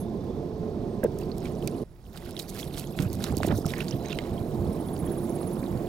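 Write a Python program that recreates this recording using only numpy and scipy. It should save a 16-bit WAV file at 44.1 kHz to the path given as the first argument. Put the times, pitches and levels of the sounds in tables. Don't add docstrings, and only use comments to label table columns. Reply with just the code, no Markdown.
import sys
import numpy as np
from scipy import signal
from scipy.fft import rfft, irfft, next_fast_len
from scipy.io import wavfile
from scipy.ndimage import uniform_filter1d, map_coordinates

SR = 44100
rng = np.random.default_rng(int(sys.argv[2]) if len(sys.argv) > 2 else 0)


def to_wav(sig):
    pcm = np.clip(np.atleast_2d(sig), -1, 1) * 32767
    pcm = np.round(pcm).astype(np.int16)
    wavfile.write(sys.argv[1], SR, pcm.T)


N = 259308

# frequency in Hz, relative power density in dB per Hz.
RUSH_ROAD = [(90, -12.5), (130, -2.5), (210, 2), (290, -3.5), (400, -1.5), (490, -10), (620, -12),
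             (800, -27), (1100, -48), (1600, -95)]
RUSH_KERB = [(90, -23), (140, -0.5), (210, 0), (290, -3), (400, -4.5), (520, -10.5), (680, -12),
             (850, -30.5), (1100, -29), (1600, -85)]
CHURN_SPECTRUM = [(15, -18), (30, -6), (55, 6), (95, 11.5), (140, 10.5), (200, 4), (350, -58)]
WASH_SPECTRUM = [(450, -3.5), (750, 22), (1000, 11.5), (1300, -1.5), (1800, -50), (3000, -55), (6000, -75)]
HISS_ROAD = [(1000, 27), (2100, -63), (2800, 4), (3500, 20), (4600, 20), (6200, 16.5), (7500, -8),
             (10000, -29), (16000, -5)]
HISS_KERB = [(1000, 12), (2200, 2), (2900, -6), (3500, -1), (4600, -5), (6000, -8.5), (7600, -3.5),
             (8600, -4.5), (9700, 0.5), (12500, -2.5), (13800, -3), (15500, -1)]
SPRAY_SPECTRUM = [(1500, -58), (2800, -6), (3700, 9.5), (5000, 7.5), (6500, 4), (8500, 5), (11500, 5),
                  (14000, 5), (16000, 0.5)]
# frequency in Hz, bandwidth in Hz,
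# relative strength from the road in dB, relative strength at the kerb in dB.
PIPE_MODES = [(149.5, 3.3, -58, 4.5), (220.9, 1.85, 10.5, -5), (347.2, 3.3, 13, 9.5), (420, 0.92, -42, -16),
              (433.8, 1.32, 15.5, 1.5), (590, 5.2, -38, -29), (694, 2.9, 4.5, -5.5), (1032, 10.5, -11, -16)]

BREAK_S = 1.839
ROAD_DB = -37
KERB_FLOW = [(1.85, -63), (2.0, -58), (2.2, -46), (2.6, -43.5), (3.1, -40), (3.5, -38), (3.85, -38.5),
             (4.7, -36), (5.88, -36)]
WAVER_DB = .9
FULL_DB = -37
CHURN_ROAD_DB, CHURN_KERB_DB, CHURN_GROWS = -40.5, -40.5, 0.5
WASH_ROAD_DB, WASH_KERB_DB = -13.5, -11.5
# crest in seconds, gain at the crest in dB,
# time from crest to half amplitude in seconds.
SURGE_CRESTS = [(3.029, -27.5, 0.042), (3.16, -33, 0.08), (3.312, -28.5, 0.027), (3.427, -33, 0.082),
                (3.526, -24, 0.037), (3.684, -33, 0.03), (3.948, -26, 0.01), (4.334, -33, 0.036),
                (4.412, -25.5, 0.0091), (4.643, -28.5, 0.058), (5.047, -31, 0.026), (5.233, -35, 0.012),
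                (5.745, -30.5, 0.035)]
SURGE_RUSH_DB, SURGE_WASH_DB = -13, -45

# time in seconds, level in dB.
HISS_LEVEL = [(1.85, -68.5), (2.05, -68), (2.4, -69), (3.4, -67), (4.3, -59), (5.2, -51), (5.88, -54)]
# crest in seconds, bubble gain in dB, spray gain in dB,
# nominal half length in seconds.
WAVELETS = [(1.215, -55.5, -56, 0.033), (1.372, -78, -60, 0.018), (1.444, -53, -56, 0.054),
            (1.66, -62, -53, 0.033), (2.16, -52, -54, 0.024), (2.264, -52.5, -59, 0.057),
            (2.403, -53, -50, 0.038), (2.496, -78, -44.5, 0.01), (2.579, -47, -44.5, 0.061),
            (2.784, -49.5, -47, 0.063), (3.003, -48, -48.5, 0.037), (3.13, -55, -55, 0.017),
            (3.245, -45, -44, 0.051), (3.447, -44.5, -47.5, 0.034), (3.569, -76, -47.5, 0.041),
            (3.699, -47, -47, 0.032), (3.808, -51, -49, 0.059), (3.92, -59, -56.5, 0.067),
            (4.104, -49.5, -56, 0.057), (4.238, -53, -80, 0.11)]
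WAVELET_RISE, WAVELET_FALL = 0.73, 1.06
# time in seconds, reference level in dB.
SIMMER_LEVEL = [(.9, -75), (1.1, -71), (1.35, -67.5), (1.82, -63), (1.86, -98), (2.06, -70), (2.2, -66),
                (2.9, -61), (3.4, -60.5), (4.4, -63), (5.88, -65.5)]
SIMMER_BUBBLES_DB, SIMMER_SPRAY_DB = -22, 2.5
DRIP_DB, DRIP_WAVELET_DB = -4, -17
# frequency in Hz, relative power density in dB per Hz.
PATTER_SPECTRUM = [(700, 5), (1400, 9.5), (2200, -2.0), (4000, 1.5), (6000, -7.0), (10000, -17)]

# start in seconds, peak of the tone in dB, pitch in Hz, cycles to swell,
# fall in pitch while swelling in octaves, left minus right in dB.
GULPS = [(1.034, -20, 604, 2.1, 0.11, -2), (1.034, -19, 230, 1.1, 0, 4), (1.041, -32, 960, 2.4, 0.042, -1),
         (1.0455, -11.5, 600, 2.04, 0.25, 6), (1.056, -18.5, 550, 2.1, 0.32, -5),
         (2.995, -21, 283, 1.44, 0.019, -1), (3.301, -24.5, 270, 2.3, 0.14, -2),
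         (3.324, -28, 790, 0.76, 0, -2), (3.338, -24, 450, 0.79, 0.055, 0),
         (3.371, -18.5, 302, 0.85, 0.15, -2), (3.403, -24, 760, 1.1, 0.14, -3),
         (3.413, -20.5, 330, 0.61, 0.075, -1), (3.432, -15.5, 1410, 0.53, 0.015, -1),
         (3.448, -17.5, 227, 0.62, .1, 0), (3.447, -18, 654, 1.13, 0.092, 0),
         (3.474, -19, 420, 2.14, 0.19, -1), (3.476, -26, 700, 1, 0.041, 4), (3.497, -39, 206, 1.6, 0, -4),
         (3.504, -21, 510, 1.2, 0.19, 0), (3.521, -23.5, 266, 1.6, 0.2, -2), (3.524, -22, 720, 0.77, 0, -3),
         (3.55, -26, 129, 0.51, .1, 0), (3.586, -18.5, 475, 0.85, 0.43, 0), (3.646, -34, 1400, 3.6, .08, 0),
         (3.656, -14.5, 165, 0.37, 0.082, 0.5), (3.665, -28, 720, 1.3, 0.11, 0)]
# crest in seconds, level in dB,
# nominal half length in seconds, middle pitch in Hz.
SLOSHES = [(1.046, -50, 0.013, 2000), (1.457, -52, 0.013, 2400), (3.053, -53.5, 0.027, 2000),
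           (3.292, -50, .018, 1480), (3.331, -46, 0.012, 734), (3.494, -48, 0.011, 1550),
           (3.501, -38, 0.029, 616), (3.516, -39.5, 0.011, 1870), (3.548, -52, 0.013, 1390),
           (3.69, -60, 0.011, 1580), (3.771, -46.5, 0.017, 1880), (3.816, -45.5, 0.013, 2010),
           (4.055, -50, 0.01, 2620), (4.108, -45.5, 0.011, 3450)]
# impact in seconds, level in dB, pitch in Hz,
# life (decay by 40 dB) in seconds, upward glide over one life in octaves.
DROPS = [(1.032, -27.5, 1614, 0.017, 0.023), (1.061, -39, 1590, 0.022, 0), (1.216, -36, 2700, .007, 0.036),
         (1.233, -41, 4550, .012, .1), (1.316, -34.5, 4150, 0.015, 0.43), (1.403, -35.5, 6500, 0.0055, .2),
         (1.454, -34, 2310, .018, .1), (1.625, -30, 2990, 0.0055, 0), (1.675, -24, 2420, 0.0073, 0.19),
         (1.679, -23.5, 4420, 0.0055, 0.42), (2.174, -30, 3600, 0.0034, .11),
         (2.2245, -37, 1980, 0.0085, 0.079), (2.391, -21, 4160, .003, .1),
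         (2.366, -26.5, 3430, 0.0087, 0.61), (2.377, -31, 3050, 0.0072, 0.35),
         (2.397, -23, 3680, 0.0086, 0.46), (2.597, -26.5, 4280, 0.0055, 0.31),
         (2.629, -28.5, 3330, 0.012, 0.062), (2.54, -37, 4170, 0.0036, .2), (2.574, -35, 2400, .005, 0.46),
         (2.744, -32, 3410, 0.006, 0.14), (2.774, -27, 3240, 0.0054, 0.0015), (2.84, -33, 3120, 0.0072, .2),
         (3.101, -35.5, 4870, .007, 0.064), (3.206, -25.5, 1550, 0.0052, 0), (3.228, -28, 3910, 0.0033, 0),
         (2.989, -12.5, 2330, 0.0018, 0.87), (3.24, -20.5, 4000, 0.0091, 0),
         (3.324, -31, 7300, 0.0048, 0.45), (3.378, -30.5, 4280, 0.011, 0.62),
         (3.432, -25, 1900, 0.0069, 0.19), (3.47, -35, 6500, 0.0086, .35), (3.485, -28, 3480, 0.0043, 0),
         (3.577, -28, 5980, 0.0037, .2), (3.656, -30, 5200, 0.0068, 0.42), (3.705, -24, 3660, 0.0058, 0.2),
         (3.736, -12.5, 1760, 0.007, 0.43), (3.741, -29, 1600, .008, .3), (3.763, -29, 2100, .008, .2),
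         (3.786, -31, 1800, 0.01, .3), (3.817, -31, 2050, 0.0097, 0.064), (3.804, -23.5, 2270, 0.019, 1.2),
         (3.91, -28, 5130, 0.0083, 0.71), (3.922, -39.5, 2760, 0.05, 2), (3.882, -28, 4480, 0.0076, 0.18),
         (4.049, -38, 1730, 0.0069, 0.09), (4.059, -36, 6300, 0.0093, 0.086), (4.085, -34, 6200, 0.0033, 0),
         (4.104, -29, 3360, 0.01, 0.52), (4.118, -30.5, 3330, 0.016, 0.72),
         (4.128, -23.5, 2650, 0.009, 0.14), (4.129, -30, 1390, 0.012, 0.13), (4.171, -41, 9300, .005, 0),
         (4.178, -43, 8400, .004, .1), (4.188, -29.5, 2080, 0.018, 0.058),
         (4.1874, -23, 2930, 0.0058, 0.23), (4.379, -40.5, 3170, 0.021, 0.098),
         (4.886, -36.5, 3400, 0.0071, 0), (4.965, -32.5, 4400, 0.0038, 0.36),
         (5.074, -43.5, 3220, 0.021, 0.11), (5.43, -38.5, 3800, 0.0066, 0.76),
         (5.63, -44, 2100, 0.019, 1.2), (5.64, -41, 4000, .008, .3), (5.774, -40.5, 4300, .007, .2)]
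# start in seconds, peak in dB, band centre in Hz,
# decay time of the scatter in seconds.
SPLASHES = [(1.038, -25.5, 13500, 0.0028), (1.187, -28.5, 12000, 0.0021), (1.04, -31, 4780, 0.0017),
            (1.382, -32, 11000, .002), (1.456, -35, 4200, .005), (1.675, -20, 10500, 0.0014),
            (2.175, -33.5, 5050, 0.0043), (2.309, -29, 9900, 0.0036), (2.392, -20, 6800, 0.0055),
            (2.4815, -39, 6000, .002), (2.499, -29, 8000, .002), (2.588, -30, 5960, 0.014),
            (2.778, -23, 7050, 0.023), (3.003, -30, 4500, 0.0067), (3.022, -27, 10100, .0071),
            (3.129, -23.5, 11000, 0.0047), (3.153, -30, 8600, .003), (3.241, -13, 6130, .003),
            (3.369, -18.5, 12000, 0.0055), (3.433, -21.5, 4150, 0.0027), (3.465, -23, 9050, 0.0033),
            (3.382, -23, 9000, 0.0019), (3.663, -23, 6600, 0.0052), (3.782, -26, 9500, .002),
            (3.804, -29, 4940, 0.012), (3.884, -30, 4870, 0.011), (4.128, -29, 3400, 0.0037),
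            (4.188, -21, 2870, 0.00094), (4.991, -35, 13000, .002)]
DROPLETS_PER_S, DROPLET_DB, TICK_S = 1100, 6.5, 0.00012
SPOT_DB, SPOT_S = 2.5, 0.000012
BUBBLE_SPOT_DB, BUBBLE_SPOT_S = 4, .00003

# first stroke in seconds, end in seconds, level in dB,
# warmed-up pitch in Hz, Gaussian half length of a stroke in seconds.
CRICKETS = [(1.379, 1.896, -58.5, 10400, 0.0062), (2.295, 3.253, -55, 11400, .012),
            (4.735, 5.65, -47, 10680, 0.0068)]
WARM_STROKES, WARM_LAG_S, WARM_HZ = 2.3, .042, 860
STROKE_GAP_S = .0583
STROKE_CLIMB_HZ, RASP_HZ, RASP_DB = 130, 480, -5
SIDE_BAND, SIDE_BAND_DB = 0.87, -14
# start in seconds, length in seconds, level in dB,
# pitch in Hz, total slide in Hz, arch as a share of the pitch.
WHISTLES = [(0.887, .071, -67, 8600, -450, -.015), (3.995, .045, -56, 3980, 2, .06),
            (4.057, .04, -52, 3920, 80, 0.055), (4.131, .04, -53, 3970, 0, .03),
            (4.215, .04, -58, 3930, 0, .04)]
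WHISTLE_WAVER, WHISTLE_FLUTTER_DB = .012, 2
# middle in seconds, level in dB, Gaussian half length in seconds.
FAR_CHIRPS = [(.04, -63, 0.018), (.1, -69, .03), (.215, -66, .026), (0.302, -65, .016), (0.373, -66, .022)]
# frequency in Hz, relative power density in dB per Hz.
FAR_BAND = [(3000, -60), (3380, -6), (3550, 0), (3750, -9), (4200, -60)]
TINK_DB, TINK_RISE_S = -42.5, 0.005
# frequency in Hz, relative level in dB, time to decay by 60 dB in seconds.
TINK_MODES = [(6400, -9, .08), (8650, -17, .2), (9600, -10, 0.088), (11130, 2, 0.11), (12000, -11, .08),
              (12900, -9, .14)]

AIR_DB, RUMBLE_DB = -68, -49.5
# frequency in Hz, relative power density in dB per Hz.
AIR_SPECTRUM = [(500, 11), (1500, 6), (2200, 1), (2900, -2), (5000, 1), (8000, -7), (16000, -31)]
RUMBLE_SPECTRUM = [(15, -18), (32, -8), (50, -4), (80, -26), (160, -83)]

# frequency in Hz, left minus right in dB.
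LEAN = [(30, -1), (120, -6), (300, -4.5), (550, -7), (1000, -9), (2000, -12), (4000, -11.5), (8000, -8),
        (12000, -7), (16000, 0.5)]
# frequency in Hz, lead in radians.
LEAD = [(200, 0.09), (430, 0.0067), (950, 0.94), (2400, 1), (6100, 0.7), (7700, 0.9), (16000, 0)]
# frequency in Hz, gain in dB.
APART = [(25, -8), (70, -15), (300, -19), (1000, -14), (4000, -10), (9000, -17)]
TOP_HZ = 15900


def flow(flow_db, at_kerb):
    surge = surging()
    body = (1 - at_kerb) * noise(RUSH_ROAD) + at_kerb * noise(RUSH_KERB)
    ring = (1 - at_kerb) * pipe(column=2) + at_kerb * pipe(column=3)
    gurgle = swarm(hz=401.0, spread=0.36, cycles=6.2, scatter_db=3.0, glide=0.37, count=500, size=1500)
    rush_gain = together(amp(flow_db + WAVER_DB * wobble(14)), amp(SURGE_RUSH_DB) * surge)
    rush = rush_gain * (amp(3.0) * body + amp(-3.0) * ring + amp(-11.5) * gurgle)

    churn_db = (1 - at_kerb) * CHURN_ROAD_DB + at_kerb * CHURN_KERB_DB
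    churn_db = churn_db + CHURN_GROWS * (flow_db - FULL_DB)
    eddies = amp(1.6 * np.tanh(wobble(26)))
    churn = together(amp(churn_db) * eddies, surge) * noise(CHURN_SPECTRUM)

    wash_db = flow_db + (1 - at_kerb) * WASH_ROAD_DB + at_kerb * WASH_KERB_DB
    burble = swarm(hz=850, spread=0.184, cycles=17.6, scatter_db=0.5, glide=0.51, count=1500, size=600)
    wash_gain = together(amp(wash_db), amp(SURGE_WASH_DB) * surge)
    wash = wash_gain * (amp(-2.0) * noise(WASH_SPECTRUM) + amp(-7.5) * burble)
    return rush + churn + wash


def surging():
    t = np.arange(N) / SR
    return together(*[amp(db) / (1 + ((t - s) / half) ** 4) for s, db, half in SURGE_CRESTS])


def pipe(column):
    def response(f):
        total = 0
        for row in PIPE_MODES:
            hz, width = row[:2]
            total = total + amp(row[column]) * 1j * f * width / (hz ** 2 - f * f + 1j * f * width)
        return total
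    return unit(filtered(wide_noise(), response))


def froth(at_kerb):
    simmer_db, = curves(SIMMER_LEVEL)
    hiss_db, = curves(HISS_LEVEL)
    lap_bubbles, lap_spray = lapping()
    bubble_gain = together(lap_bubbles, amp(simmer_db + SIMMER_BUBBLES_DB))
    spray_gain = together(lap_spray, amp(simmer_db + SIMMER_SPRAY_DB))
    drip_gain = together(amp(simmer_db + DRIP_DB), amp(DRIP_WAVELET_DB) * lap_bubbles)

    road_hiss = amp(-62.0) * noise(HISS_ROAD)
    kerb_hiss = amp(hiss_db) * patchy(noise(HISS_KERB), depth_db=4.0)
    hiss = (1 - at_kerb) * road_hiss + at_kerb * kerb_hiss
    pops = swarm(hz=2774, spread=0.352, cycles=14.6, scatter_db=4.0, glide=0.57, count=4200, size=320)
    drips = swarm(hz=3690, spread=0.278, cycles=37, scatter_db=1.5, glide=0.31, count=300, size=900)
    ticks = patchy(wide_noise() * amp(7.5 * np.minimum(wobble(400), 1.9)), depth_db=4.5)
    patter = coloured(ticks, PATTER_SPECTRUM)
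    spikes = amp(3.7 * np.minimum(wobble(900), 2) + 3.2 * np.tanh(wobble(90)))
    crackle = coloured(patchy(wide_noise() * spikes, depth_db=3.5), SPRAY_SPECTRUM)
    flecks = swarm(hz=6200, spread=0.484, cycles=8.8, scatter_db=6.5, glide=0.2, count=520, size=200)

    bubbles = bubble_gain * (amp(-3.5) * pops + amp(-0.5) * patter)
    spray = spray_gain * (amp(0.5) * crackle + amp(-7.0) * flecks)
    return hiss + bubbles + drip_gain * drips + spray


def lapping():
    gains, t = np.zeros((2, N)), np.arange(-SR // 4, SR // 4) / SR
    for s, bubbles_db, spray_db, half in WAVELETS:
        length = half * np.where(t < 0, WAVELET_RISE, WAVELET_FALL)
        shape = np.exp(-np.abs(t / length) ** 1.13)
        add(gains[0], s + t[0], amp(bubbles_db) * shape)
        add(gains[1], s + t[0], amp(spray_db) * shape)
    return gains


def gulps(rough=0.054):
    out, t = np.zeros((2, N)), np.arange(SR // 6) / SR
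    for s, db, hz, cycles, sag, lean_db in GULPS:
        u = t * hz / cycles
        rattle = band_noise(len(t), hz, hz * 1.28)
        tone = np.sin(2 * np.pi * np.cumsum(hz * 2 ** (-sag * np.minimum(u, 2))) / SR)
        swell = u ** 2 * np.exp(2 * (1 - u))
        for track, side in zip(out, (.5, -.5)):
            add(track, s, amp(db + side * lean_db) * swell * (tone + rough * rattle))
    return out


def sloshes(spread=0.302, cycles=12, glide=0.29, scatter_db=5):
    out, t = np.zeros((2, N)), np.arange(SR // 25) / SR
    for s, db, half, hz in SLOSHES:
        cloud = np.zeros(SR // 4)
        for when, size, strength in np.clip(rng.standard_normal((40, 3)), -2, 2):
            pitch = hz * np.exp(spread * size)
            start = int(np.clip(len(cloud) / 2 + when * half * SR / 2, 0, len(cloud) - len(t)))
            cloud[start:start + len(t)] += amp(scatter_db * strength) * bubble(t, pitch, cycles / pitch, glide)
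        level = np.sqrt(np.sum(cloud ** 2) / (2 * half * SR))
        out += placed(s - len(cloud) / SR / 2, amp(db) * cloud / level)
    return out


def drops(tick=0.2, rough=0.25):
    out, t = np.zeros((2, N)), np.arange(SR // 10) / SR
    for s, db, hz, life, glide in DROPS:
        shake = unit(uniform_filter1d(rng.standard_normal(len(t)), size=30))
        impact = band_noise(len(t), hz * 0.5, min(hz * 1.37, TOP_HZ)) * np.exp(-t / 0.0022)
        ring = bubble(t, hz, life, glide) * (1 + rough * shake)
        out += placed(s, amp(db) * (ring + tick * impact))
    return out


def splashes():
    out, t = np.zeros((2, N)), np.arange(SR // 10) / SR
    for s, db, hz, scatter in SPLASHES:
        landing = rng.random(len(t)) < DROPLETS_PER_S / SR
        sizes = amp(DROPLET_DB * np.minimum(rng.standard_normal(len(t)), 1))
        hits = (t == 0) + landing * sizes * np.exp(-t / scatter)
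        envelope = signal.lfilter([1], [1, -np.exp(-1 / (TICK_S * SR))], hits)
        low, high = min(hz * 0.43, SR / 4), min(hz * 1.83, TOP_HZ)
        burst = bandpass(rng.standard_normal(len(t)) * envelope, low, high)
        out += placed(s, amp(db) * burst / np.abs(burst).max())
    return out


def bubble(t, hz, life, glide):
    age = np.minimum(t / life, 2)
    tone = np.sin(2 * np.pi * np.cumsum(hz * 2 ** (glide * age), axis=-1) / SR)
    return tone * np.exp(-np.log(100) * age) * (1 - np.exp(-t * hz / 2))


def swarm(hz, spread, cycles, scatter_db, glide, count, size):
    when, strength = rng.random((2, count))
    pitch = np.clip(hz * np.exp(spread * rng.standard_normal((count, 1))), 60, SR / 4)
    gain = amp(-scatter_db * np.log(strength + .03))[:, None]
    rings = bubble(np.arange(size) / SR, pitch, cycles / pitch, glide) * gain
    lean, lag = rng.uniform(-1, 1, (2, count, 1))

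    def heard(side):
        starts = np.abs(when[:, None] * N + side * lag * BUBBLE_SPOT_S * SR).astype(int)
        samples = (starts + np.arange(size)).ravel()
        weights = (rings * amp(side * lean * BUBBLE_SPOT_DB)).ravel()
        return np.bincount(samples, weights, minlength=N)[:N]
    return unit(np.array([heard(0.62), heard(-.5)]))


def crickets(uneven_db=1):
    out, t = np.zeros(N), np.arange(-SR // 20, SR // 20) / SR
    for start, end, db, full_hz, half in CRICKETS:
        for k in range(int((end - start) / STROKE_GAP_S)):
            cold = np.exp(-k / WARM_STROKES)
            s = start + k * STROKE_GAP_S + WARM_LAG_S * (1 - cold)
            hz = full_hz - WARM_HZ * cold

            def wing(f):
                main = 1 / (1 + ((f - hz) / RASP_HZ) ** 2)
                return main + amp(SIDE_BAND_DB) / (1 + ((f - hz * SIDE_BAND) / RASP_HZ) ** 2)
            rasp = amp(RASP_DB) * unit(filtered(rng.standard_normal(len(t)), wing))
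            pitch = hz + STROKE_CLIMB_HZ * np.tanh(t / half)
            tone = (1 - cold) * np.sin(2 * np.pi * np.cumsum(pitch) / SR)
            fade = np.sqrt(np.clip((end - s) / 0.16, 0, 1))
            gain = amp(db + uneven_db * rng.standard_normal()) * fade
            add(out, s + t[0], gain * np.exp(-(t / half) ** 2 / 2) * (tone + rasp))
    return out


def whistles():
    out, waver, flutter = np.zeros(N), wobble(500), wobble(160)
    for s, length, db, hz, slide, arch in WHISTLES:
        u = np.linspace(-1, 1, int(length * SR))
        now = np.arange(len(u)) + int(max(s, 0) * SR)
        pitch = hz * (1 + arch * (1 / 3 - u ** 2) + WHISTLE_WAVER * waver[now]) + slide * u / 2
        gain = amp(db + WHISTLE_FLUTTER_DB * flutter[now]) * np.sqrt(1 - u ** 2)
        add(out, s, gain * np.sin(2 * np.pi * np.cumsum(pitch) / SR))
    return out


def far_chirps():
    t = np.arange(N) / SR
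    swells = [amp(db) * np.exp(-((t - s) / half) ** 2 / 2) for s, db, half in FAR_CHIRPS]
    return together(*swells) * noise(FAR_BAND)


def tink(blur=0.9):
    out, t = np.zeros(N), np.arange(SR // 5) / SR
    ring = np.zeros(len(t))
    for hz, db, t60 in TINK_MODES:
        phase = 2 * np.pi * hz * t + blur * wobble(400)[:len(t)]
        ring += amp(db - 60 * t / t60) * np.sin(phase)
    add(out, 0, amp(TINK_DB) * ring * (1 - np.exp(-t / TINK_RISE_S)))
    return out


def open_air():
    return amp(AIR_DB) * noise(AIR_SPECTRUM) + amp(RUMBLE_DB) * noise(RUMBLE_SPECTRUM)


def microphones(x):
    def response(hz):
        lean = along(LEAN, hz)
        share = 2 / (1 + amp(np.array([-lean, lean])))
        return share * np.exp(.5j * along(LEAD, hz) * np.array([[1], [-1]]))
    return filtered(x, response)


def placed(s, sound):
    lean, lag = rng.uniform(-1, 1, 2)
    sides = np.array([[1], [-1]]) / 2

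    def response(hz):
        return amp(SPOT_DB * lean * sides) * np.exp(2j * np.pi * hz * SPOT_S * lag * sides)
    out = np.zeros((2, N))
    for track, side in zip(out, filtered(sound, response)):
        add(track, s, side)
    return out


def wide_noise():
    mid, side = rng.standard_normal((2, N))
    side = filtered(side, lambda hz: amp(along(APART, hz)))
    return np.array([mid + side, mid - side])


def noise(spectrum):
    return coloured(wide_noise(), spectrum)


def coloured(x, spectrum):
    return unit(filtered(x, lambda hz: amp(along(spectrum, hz))))


def patchy(x, depth_db):
    z = signal.stft(x, nperseg=256)[2]
    field = rng.standard_normal(z.shape[1:])
    field = uniform_filter1d(field, size=6, axis=0)
    field = uniform_filter1d(field, size=4, axis=1)
    return signal.istft(z * amp(depth_db * unit(field)), nperseg=256)[1][:, :N]


def bandpass(x, low, high):
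    return signal.sosfilt(signal.butter(2, [low, high], "band", fs=SR, output="sos"), x)


def band_noise(count, low, high):
    return unit(bandpass(rng.standard_normal(count), low, high))


def filtered(x, response):
    m = next_fast_len(x.shape[-1] + SR // 4)
    return irfft(rfft(x, m) * response(np.fft.rfftfreq(m, 1 / SR)), m)[..., :x.shape[-1]]


def together(*gains):
    return np.sqrt(sum(g ** 2 for g in gains))


def wobble(rate):
    knots = rng.standard_normal(int(N * rate / SR) + 4)
    coarse = np.arange(0, N + 8, 8)
    return np.interp(np.arange(N), coarse, map_coordinates(knots, [coarse * rate / SR]))


def curves(rows):
    s, *cols = np.transpose(rows)
    return [np.interp(np.arange(N) / SR, s, c) for c in cols]


def along(points, hz):
    f, v = np.transpose(points)
    return np.interp(np.log(hz + 1), np.log(f + 1), v)


def add(track, s, sound):
    start = int(np.clip(s * SR, 0, N - 1))
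    track[start:start + len(sound)] += sound[:N - start]


def amp(db):
    return 10 ** (np.asarray(db) / 20)


def unit(x):
    return x / np.sqrt(np.mean(x ** 2) + 1e-20)


def scene():
    at_kerb, = curves([(BREAK_S - .002, 0), (BREAK_S + .002, 1)])
    kerb_flow_db, = curves(KERB_FLOW)
    flow_db = (1 - at_kerb) * ROAD_DB + at_kerb * kerb_flow_db
    water = flow(flow_db, at_kerb) + froth(at_kerb) + gulps() + sloshes() + drops() + splashes()
    verge = crickets() + whistles() + far_chirps() + tink()
    return microphones(water + verge + open_air())


def record(dry):
    return filtered(dry, lambda hz: hz < TOP_HZ)


dry = scene()
out = record(dry)
to_wav(out)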